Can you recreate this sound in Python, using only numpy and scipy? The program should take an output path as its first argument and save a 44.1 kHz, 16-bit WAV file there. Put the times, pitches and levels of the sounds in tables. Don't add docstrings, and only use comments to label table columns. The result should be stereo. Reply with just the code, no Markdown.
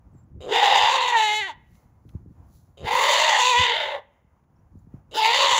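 import sys
import numpy as np
from scipy import signal
from scipy.fft import rfft, irfft, next_fast_len
from scipy.io import wavfile
from scipy.ndimage import uniform_filter1d, map_coordinates

SR = 44100
rng = np.random.default_rng(int(sys.argv[2]) if len(sys.argv) > 2 else 0)


def wrap_up_sound(samples):
    columns = np.atleast_2d(samples).T
    tamed = np.clip(columns, -1, 1)
    steps = np.round(tamed * 32767).astype(np.int16)
    wavfile.write(sys.argv[1], SR, steps)


N = 246519

# f/Hz, phase/rad
LEFT_PHASE = [(0, -.1), (1250, -.3), (1550, 1.6), (2900, .1), (3900, .3), (5400, 1.6), (6100, .4),
              (7300, 1.6), (8500, 3.1), (9200, 3.6), (10000, 6.3), (11600, 6.3), (12000, 9.4), (13500, 9.4),
              (14000, 12.6), (16000, 12.6)]
# f/Hz, left-right level/dB
LEFT_LEAN = [(60, -5), (92, 1), (140, -2.5), (210, -1.5), (330, 0.5), (500, -0.5), (770, -3.5), (1170, 0.5),
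             (1790, 0.5), (2740, 2.0), (4190, 4.5), (6410, -7), (9810, 1.5), (15000, -1)]

# f/Hz, relative level/dB per Hz
HISS_COLOUR = [(120, -29), (200, -11.5), (371, -14), (923, -11.5), (1880, -26.5), (4100, -44.5),
               (6960, -36.5), (8350, -55), (9660, -40), (12900, -52), (15500, -36.5)]
HISS_DB = -66.5
# t/s, level/dB
WIND_LEVEL = [(0.0, -51), (0.12, -49.5), (0.48, -49), (0.9, -61.5), (1.48, -57.5), (1.63, -53),
              (2.12, -55.5), (2.24, -51), (2.63, -56), (2.74, -54.5), (3.19, -62), (3.58, -61.5),
              (4.22, -64), (4.66, -56.5), (4.95, -51.5), (5.12, -55.5), (5.34, -56.5), (5.59, -55)]
# f/Hz, relative level/dB per Hz
WIND_COLOUR = [(15, -42), (25, -15), (59, 3.5), (81, 5), (224, -8.5), (285, -15), (325, -15.5), (442, -30),
               (492, -26.5), (600, -35.5), (780, -64.5), (1320, -120)]
# peak t/s, level/dB
GUSTS = [(.17, -61), (.37, -36.5), (.5, -44), (.84, -46.5), (1.73, -47.5), (2.07, -41), (2.16, -36.5),
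         (2.3, -39), (2.41, -43), (2.57, -52), (2.65, -50.5), (2.85, -36), (2.94, -39), (3.6, -38),
         (3.8, -53.5), (4.25, -58), (4.76, -41), (4.95, -39), (5.42, -52.5)]
GUST_RISE_DB_PER_S, GUST_FALL_DB_PER_S = 397.5, 300
PORTS_SHARE = 0.87
# t/s, start level of the fade/dB, settled f/Hz, time to fade by 60 dB/s
PUFFS = [(0.148, -42, 123, 0.18), (.35, -37.5, 78.5, 0.14), (2.052, -39, 107.2, 0.051),
         (2.15, -23, 74, 0.089), (2.259, -39, 123.4, 0.15), (2.83, -44, 173, .08), (2.931, -34, 143, 0.068),
         (3.588, -40, 99.2, 0.16), (4.244, -54, 98.6, 0.15), (4.754, -35, 89.8, 0.15),
         (4.87, -41.5, 99.7, .08), (4.94, -27, 90.5, 0.075)]
PUFF_SPREAD_RAD = 0.41

# t/s, length/s, start f/Hz, end f/Hz, level/dB
CHIRPS = [(.125, .035, 8300, 7400, -72), (0.144, 0.095, 7430, 7300, -69), (.23, .02, 7400, 8000, -70),
          (4.555, .02, 5200, 5800, -76), (4.585, 0.022, 5700, 5720, -79.5), (4.783, 0.021, 6200, 8000, -70)]
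# peak t/s, level/dB
RUSTLE = [(.174, -84.5), (1.758, -66.5), (2.104, -73), (2.32, -80), (2.558, -63), (4.788, -77),
          (4.94, -89.5)]
RUSTLE_REST_DB, RUSTLE_RISE_DB_PER_S, RUSTLE_FALL_DB_PER_S = -92.5, 150, 101
# t/s, rough peak level/dB, time to fade by 60 dB/s, centre f/Hz
TICKS = [(0.1824, -68, 0.03, 7380), (1.753, -51, 0.022, 2126), (2.0913, -48.5, 0.034, 1900),
         (2.552, -53, 0.023, 14900), (4.4394, -67.5, 0.028, 2020), (4.9468, -70.5, 0.031, 1720)]

# start t/s, end t/s, middle pulse rate/Hz, chest start level/dB, chest end level/dB,
# breath start level/dB, breath end level/dB (each resonance adds its own level)
CREAKS = [(0.406, 0.509, 125, -54, -35, -57.5, -58), (2.773, 2.861, 130, -62.5, -40.5, -60, -62.5),
          (5.112, 5.173, 160, -61.5, -35, -58, -45.5)]
# f/Hz, width/Hz, level/dB
CHEST = [(464, 180, 8), (970, 200, -10.5)]
# f/Hz, width/Hz, level/dB
BREATH = [(2977, 650, 0.5), (3650, 280, -2.5), (4600, 550, -11.5), (6870, 1600, -7)]
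CREAK_ARCH_DB = 4.5

# t/s, level of throat resonance 1/dB, of resonance 2/dB, reference level of the upper
# resonances/dB, f of resonance 1/Hz, of resonance 2/Hz, of resonance 3/Hz
CRIES = [
    [(0.47, -41, -62, -41.5, 980, 2110, 2880), (0.542, -23, -28, -24, 833, 2000, 2760),
     (0.634, -17, -25, -23, 816, 1910, 2900), (0.796, -17.5, -25.5, -21, 850, 1960, 2840),
     (0.932, -20.5, -31, -25.5, 926, 1890, 2660), (1.092, -25, -31.5, -27.5, 923, 2020, 2800),
     (1.154, -18.5, -20.5, -35, 900, 1880, 2880), (1.172, -17.5, -27.5, -25, 863, 1890, 2800),
     (1.396, -30, -27, -29, 873, 2100, 2970), (1.446, -44.5, -27, -38, 875, 1820, 3020),
     (1.498, -32, -42.5, -40, 903, 2000, 2900), (1.55, -60, -60.5, -56, 891, 2080, 2830)],
    [(2.82, -60, -49, -47, 900, 1900, 3060), (2.88, -25, -33, -33.5, 845, 2080, 2670),
     (2.96, -21, -28.5, -30.5, 964, 1980, 2680), (3.098, -22, -24.5, -23.5, 940, 2020, 3030),
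     (3.244, -23, -25.5, -23, 930, 1940, 2740), (3.344, -20, -21, -25, 868, 1920, 2930),
     (3.5, -21, -35, -21.5, 977, 1860, 2600), (3.548, -18, -26, -27.5, 941, 1980, 2520),
     (3.588, -21, -22, -20.5, 1000, 1990, 2790), (3.81, -32.5, -33, -28, 872, 2125, 3070),
     (3.962, -32.5, -40.5, -42, 850, 2010, 2640), (4.03, -57, -80.5, -74, 862, 2070, 3040)],
    [(5.135, -27, -62, -23.5, 890, 1850, 2960), (5.167, -24.5, -40, -23.5, 870, 1970, 2840),
     (5.203, -20.5, -45, -28.5, 915, 2100, 2800), (5.249, -21, -21.5, -23.5, 820, 2060, 2810),
     (5.259, -17.5, -24.5, -23, 890, 2100, 2770), (5.297, -20, -28, -24.5, 863, 2030, 2720),
     (5.363, -26.5, -25, -22, 895, 1950, 3000), (5.415, -22, -30, -21.5, 1005, 1920, 2800),
     (5.453, -20, -31, -20, 1055, 2100, 2880), (5.471, -22, -28.5, -23.5, 964, 2070, 2960),
     (5.563, -20, -28, -22, 987, 1990, 2870), (5.59, -24, -29, -25, 950, 2030, 2960)],
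]
# t/s, f/Hz, fundamental level/dB
PITCH = [
    [(0.47, 360.1, -37.5), (0.512, 405.1, -22), (0.544, 458.4, -26.5), (0.62, 481.5, -37.5),
     (0.76, 538.3, -31), (0.88, 506, -46), (0.902, 531.3, -32.5), (1.13, 482.9, -40), (1.182, 439.7, -41),
     (1.298, 420.8, -42.5), (1.4, 431.2, -42), (1.426, 393.7, -46), (1.47, 379.8, -50), (1.504, 293, -59),
     (1.55, 251.2, -67)],
    [(2.82, 406, -50.5), (2.86, 436.5, -39), (2.956, 503.7, -31.5), (3.1, 575.4, -27.5), (3.25, 625, -27.5),
     (3.37, 600.8, -41.5)],
    [(3.38, 491.5, -39.5), (3.42, 493.2, -36.5), (3.5, 506.3, -33.5), (3.548, 473.9, -34),
     (3.604, 504.4, -32.5), (3.73, 467.6, -37.5)],
    [(3.75, 635.8, -32), (3.86, 575, -33.5), (3.99, 559.3, -34.5), (4.03, 567, -84.5)],
    [(5.135, 420.2, -31), (5.171, 439.7, -35.5), (5.26, 438.6, -48), (5.285, 461.4, -36.5),
     (5.33, 475, -38)],
    [(5.35, 533, -33.5), (5.43, 559.2, -29), (5.55, 537.8, -35.5), (5.59, 541.6, -35)],
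]
# t/s, roughness/0-1
ROUGHNESS = [(.5, .9), (.86, .97), (.92, .7), (1.12, .7), (1.15, .1), (1.22, .35), (1.24, .02), (1.33, .2),
             (1.36, .01), (1.46, .02), (1.5, .25), (2.8, .9), (3.38, .95), (3.43, .5), (3.55, .18),
             (3.62, .3), (3.66, .75), (3.75, .95), (5.15, .9), (5.18, .45), (5.3, .5), (5.35, .95)]
HOARSE_POWER = 3
THROAT_WIDTHS = [106.8, 200, 346, 300, 410.4]
FOURTH_HZ, THROAT_WANDER, THROAT_WANDER_HZ = 3688, 0.02, 8
# t/s, f/Hz, level against the upper reference/dB
FIFTH = [(.5, 4730, -15), (.63, 4950, -16), (.85, 4820, -12), (1.05, 4270, -11.5), (1.16, 4400, -14.5),
         (1.5, 4424, -15), (2.85, 4665, -10), (3.15, 4480, -7.5), (3.45, 4500, -10.5), (3.6, 4670, -16),
         (4, 4540, -19.5), (5.15, 5000, -5), (5.3, 4560, -8.5), (5.38, 4520, -6.5), (5.59, 4350, -12)]
# t/s, treble against the upper reference/dB, top hiss against the treble/dB,
# rasp between resonances 1 and 2 against the upper reference/dB
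HIGHS = [(.5, -13, -14.5, -3), (.7, -15, -11, -16.5), (.9, -13, -20.5, -11), (1.35, -10.5, -16, -14),
         (1.5, -16.5, -16, -5.5), (2.87, -16, -2, -3), (2.95, -9.5, -3.5, -12.5), (3.12, -6, -10, -13.5),
         (3.3, -3.5, -21, -11), (3.52, -7.5, -19.5, -21), (3.72, -21.5, -22.5, -7), (4, -21.5, -8, 0.5),
         (5.16, -14.5, -0.5, -4), (5.3, -13.5, -10.5, -27), (5.45, -6.5, -18.5, -11), (5.59, -4, -22, -12)]
# f/Hz, relative level/dB
TREBLE_COLOUR = [(4500, -33.5), (5500, -4.5), (7200, 2.5), (8500, -6), (9500, -12.5), (10500, -37)]
# f/Hz, relative level/dB
TOP_COLOUR = [(8500, -30.5), (10000, -0.5), (12000, -11.5), (13500, -12), (15000, -3)]
FLICKER_DB, FLICKER_HZ = 2, 12
RASP_HZ, RASP_WIDTH_HZ = 1492, 850
# f/Hz, level/dB
VOICE_LOW_CUT = [(150, -30), (260, -14), (340, -2), (400, 0)]
BLUR_WIDTH_HZ, BLUR_SHARE, BLUR_ABOVE = 150, 0.55, 1.1

# t/s, middle delay/ms, level/dB
BOUNCE = [(.5, 1.3, 3), (.82, 1.63, -16), (1.1, 2.2, -12), (1.3, 3.8, -18.5), (2.85, 1.5, -8.5),
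          (3.4, 1.5, -13), (3.95, 1, -4.5), (5.15, 1.0, -0.5), (5.37, 1.2, -16), (5.59, 1.25, -4)]
# f/Hz, time to fade by 60 dB/s
SHEDS = [(300, 0.79), (900, .6), (2100, 1), (5500, 0.24), (12000, .2)]
EDGE_HZ = 15650


def gain_of(db):
    return 10 ** (np.asarray(db) / 20)


def evened(x, size=None):
    if size is None:
        power = np.mean(x ** 2)
    else:
        power = uniform_filter1d(uniform_filter1d(x ** 2, size), size)
    return x / np.sqrt(np.abs(power) + 1e-20)


def curve(points):
    return np.interp(np.arange(N) / SR, *np.transpose(points))


def columns_at(t, rows):
    when, *columns = np.transpose(rows)
    return [np.interp(t, when, column) for column in columns]


def colour(x, points, radians=False):
    size = next_fast_len(x.shape[-1] + 4096)
    f, value = np.transpose(points)
    value = np.interp(np.log(np.fft.rfftfreq(size, 1 / SR) + 1), np.log(f + 1), value)
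    response = np.exp(1j * value) if radians else gain_of(value)
    return irfft(rfft(x, size) * response, size)[..., :x.shape[-1]]


def add(mix, s, sound):
    part = mix[..., round(s * SR):][..., :sound.shape[-1]]
    part += sound[..., :part.shape[-1]]


def resonate(x, hz, width):
    turn = np.exp(2j * np.pi * np.cumsum(hz * np.ones(len(x))) / SR)
    r = np.exp(-np.pi * width / SR)
    return 2 * (turn * signal.lfilter([1 - r], [1, -r], x / turn)).real


def wobble(count, hz):
    return evened(signal.lfilter(*signal.butter(2, hz, fs=SR), rng.standard_normal(count)))


def swells(peaks, rise_db, fall_db):
    t = np.arange(N) / SR
    powers = (gain_of(db - np.maximum(rise_db * (s - t), fall_db * (t - s))) ** 2 for s, db in peaks)
    return np.sqrt(sum(powers))


def two_channels(x):
    half_lean = [(hz, db / 2) for hz, db in LEFT_LEAN]
    left = colour(colour(x, half_lean), LEFT_PHASE, radians=True)
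    right = colour(x, [(hz, -db) for hz, db in half_lean])
    return np.array([left, right])


def hiss():
    noise = evened(colour(rng.standard_normal((2, N)), HISS_COLOUR))
    return gain_of(HISS_DB + 2.2 * wobble(N, 4.0)) * noise


def wind():
    shared, left, right = evened(colour(rng.standard_normal((3, N)), WIND_COLOUR))
    gusts = swells(GUSTS, GUST_RISE_DB_PER_S, GUST_FALL_DB_PER_S)
    lumps = np.hypot(gain_of(curve(WIND_LEVEL)), gusts) * gain_of(3.7 * wobble(N, 14))
    own = np.sqrt(1 - PORTS_SHARE ** 2) * np.array([left, right])
    return lumps * 0.81 * (PORTS_SHARE * shared + own)


def chirps():
    out = np.zeros(N)
    for s, length, from_hz, to_hz, db in CHIRPS:
        hz = np.linspace(from_hz, to_hz, round(length * SR))
        tone = np.sin(2 * np.pi * np.cumsum(hz) / SR)
        add(out, s, gain_of(db) * np.hanning(len(hz)) * tone)
    return out


def puffs():
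    out = np.zeros((2, N))
    t = np.arange(SR // 4) / SR
    for (s, db, hz, t60), side in zip(PUFFS, rng.choice([-1, 1], len(PUFFS))):
        turns = hz * (t + 0.012 * (1 - np.exp(-t / 0.0035)))
        lead = side * PUFF_SPREAD_RAD * np.array([[0.5], [-0.5]])
        fade = gain_of(db - 60 * t / t60) * np.minimum(t / 0.0034, 1)
        add(out, s, fade * np.sin(2 * np.pi * turns + lead))
    return out


def straw_rustle():
    click_size = gain_of(2.5 * np.minimum(rng.exponential(1, N), 4))
    clicks = click_size * (rng.random(N) < 6000 / SR)
    clicks = clicks * rng.choice([-1, 1], N)
    stir = np.hypot(gain_of(RUSTLE_REST_DB), swells(RUSTLE, RUSTLE_RISE_DB_PER_S, RUSTLE_FALL_DB_PER_S))
    shape = [(1500, -34.5), (4000, -7.0), (7500, -3.5), (11000, -6.5), (15000, -4.5)]  # f/Hz, level/dB
    return stir * evened(colour(clicks, shape))


def straw_ticks():
    out = np.zeros(N)
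    t = np.arange(SR // 10) / SR
    for s, db, t60, hz in TICKS:
        snap = evened(resonate(rng.standard_normal(len(t)), hz, 0.82 * hz))
        add(out, s, gain_of(db - 7.0 - 60 * t / t60) * snap)
    return out


def creak(start, end, rate, *levels_db):
    count = round((end - start) * SR)
    turns = np.cumsum(rate * np.exp(0.28 * wobble(count, 87))) / SR
    clicks = (np.diff(np.floor(turns), prepend=-1) > 0) * 1.0
    pulses = evened(clicks) + 0.3006 * rng.standard_normal(count)
    air = (0.15 + np.exp(-(turns % 1) / 0.3)) * rng.standard_normal(count)
    arch_db = CREAK_ARCH_DB * np.sin(np.pi * np.sqrt(np.arange(count) / count))

    def rings(drive, modes):
        return sum(gain_of(db) * evened(resonate(resonate(drive, hz, width), hz, 2 * width))
                   for hz, width, db in modes)

    chest = gain_of(np.linspace(*levels_db[:2], count)) * rings(pulses, CHEST)
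    breath = gain_of(np.linspace(*levels_db[2:], count) + arch_db) * rings(air, BREATH)
    fade_out = np.minimum(1, np.arange(count)[::-1] / 400)
    return start, (chest + breath) * fade_out


def vocal_folds(hz, rough):
    count = len(hz)
    jitter = (0.0045 + 0.035 * rough ** 2) * wobble(count, 60)
    turns = np.cumsum(hz * (1 + jitter)) / SR
    regular = evened(sum(np.cos(2 * np.pi * k * turns - 0.3 * k * k) for k in range(1, 36)))
    loose = np.cumsum(hz * 1.6 * np.exp(0.5 * wobble(count, 400))) / SR
    flaps = (np.diff(np.floor(loose), prepend=0) > 0) * rng.standard_normal(count)
    bursts = gain_of(1.8 * np.clip(wobble(count, 100), -3, 2))
    chaos = evened(bursts * flaps)
    air = bursts ** 0.8 * rng.standard_normal(count)
    hoarse = 1 - (1 - rough) ** HOARSE_POWER
    low_drive = np.sqrt(1 - rough) * regular + np.sqrt(rough) * evened(chaos + 1.1 * air)
    high_drive = np.sqrt(1 - hoarse) * regular + np.sqrt(hoarse) * evened(0.6 * chaos + air)
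    return turns, chaos + air, low_drive, high_drive


def throat(t, rows, low_drive, high_drive):
    first_db, second_db, upper_db, f1, f2, f3 = columns_at(t, rows)
    f4 = FOURTH_HZ * (1 + THROAT_WANDER * wobble(len(t), THROAT_WANDER_HZ))
    f5, fifth_db = columns_at(t, FIFTH)
    tilt_db, top_db, rasp_db = columns_at(t, HIGHS)
    treble_db = upper_db + tilt_db + FLICKER_DB * wobble(len(t), FLICKER_HZ)
    voice = gain_of(treble_db) * evened(colour(high_drive, TREBLE_COLOUR), size=2500)
    voice += gain_of(treble_db + top_db) * evened(colour(high_drive, TOP_COLOUR), size=2500)
    rasp = resonate(resonate(high_drive, RASP_HZ, RASP_WIDTH_HZ), RASP_HZ, RASP_WIDTH_HZ)
    voice += gain_of(upper_db + rasp_db) * evened(rasp, size=2500)
    levels = [first_db, second_db, upper_db - 3.5, upper_db - 4.5, upper_db + fifth_db]
    for k, (f, width, db) in enumerate(zip([f1, f2, f3, f4, f5], THROAT_WIDTHS, levels)):
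        drive = high_drive if k > 1 else low_drive
        ring = resonate(resonate(drive, f, width), f, 6.0 * width)
        voice += (-1) ** k * gain_of(db) * evened(ring, size=2500)
    return colour(voice, VOICE_LOW_CUT)


def fundamental(turns, unruly, hz, rough):
    smooth_turns = uniform_filter1d(turns, size=150, mode="nearest")
    tone = np.sqrt(2) * np.cos(2 * np.pi * smooth_turns) * (1 + 0.5 * rough * wobble(len(hz), 53))
    centre = hz * BLUR_ABOVE
    blurred = resonate(resonate(unruly, centre, BLUR_WIDTH_HZ), centre, 2 * BLUR_WIDTH_HZ)
    blurred = colour(evened(blurred, size=2500), VOICE_LOW_CUT)
    blur = BLUR_SHARE * rough ** 2
    return np.sqrt(1 - blur) * tone + np.sqrt(blur) * blurred


def cry(rows):
    start, end = rows[0][0], rows[-1][0]
    t = np.arange(start, end, 1 / SR)
    hz, low_db = columns_at(t, np.concatenate(PITCH))
    rough, = columns_at(t, ROUGHNESS)
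    turns, unruly, low_drive, high_drive = vocal_folds(hz, rough)
    voice = throat(t, rows, low_drive, high_drive)
    voice += gain_of(low_db) * fundamental(turns, unruly, hz, rough)
    still_going = end > (N - 99) / SR
    fade_in = np.minimum(1, (t - start) / 0.06)
    fade_out = np.minimum(1, (end - t) / 0.044 + still_going)
    return start, voice * fade_in * fade_out


def fence_bounce(direct):
    table = np.array(BOUNCE)
    delay = curve(table[:, :2]) * SR / 1000
    late = np.array([map_coordinates(x, [np.arange(N) - delay * side], order=3)
                     for x, side in zip(direct, (0.96, 1.04))])
    shape = [(1000, -34.5), (1900, -17.5), (7500, -5.5), (10000, -24)]  # f/Hz, level/dB
    return gain_of(curve(table[:, ::2])) * colour(late, shape)


def echo(x, points, delay_s):
    hz, t, z = signal.stft(rng.standard_normal((2, SR)), SR, nperseg=256)
    f, t60 = np.transpose(points)
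    fade = gain_of(-60 * t / np.interp(hz, f, t60)[:, None])
    tail = signal.istft(z * fade, SR, nperseg=256)[1]
    tail = np.pad(tail, ((0, 0), (round(delay_s * SR), 0))) / np.linalg.norm(tail[0])
    return signal.fftconvolve(x[None], tail, axes=1)[:, :N]


def scene():
    air = hiss() + wind() + puffs()
    near = two_channels(chirps() + straw_rustle() + straw_ticks())
    goat = np.zeros(N)
    for row in CREAKS:
        add(goat, *creak(*row))
    for rows in CRIES:
        add(goat, *cry(rows))
    direct = two_channels(goat)
    ground = gain_of(-16) * echo(goat, [(300, 0.33), (8000, 0.022)], delay_s=0.003)
    sheds = gain_of(-33) * echo(goat, SHEDS, delay_s=0.016)
    return air + near + direct + fence_bounce(direct) + ground + sheds


def record(dry):
    low_pass = signal.firwin(511, EDGE_HZ, window=("kaiser", 9), fs=SR)
    return signal.oaconvolve(dry, low_pass[None], "same")


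dry = scene()
out = record(dry)
wrap_up_sound(out)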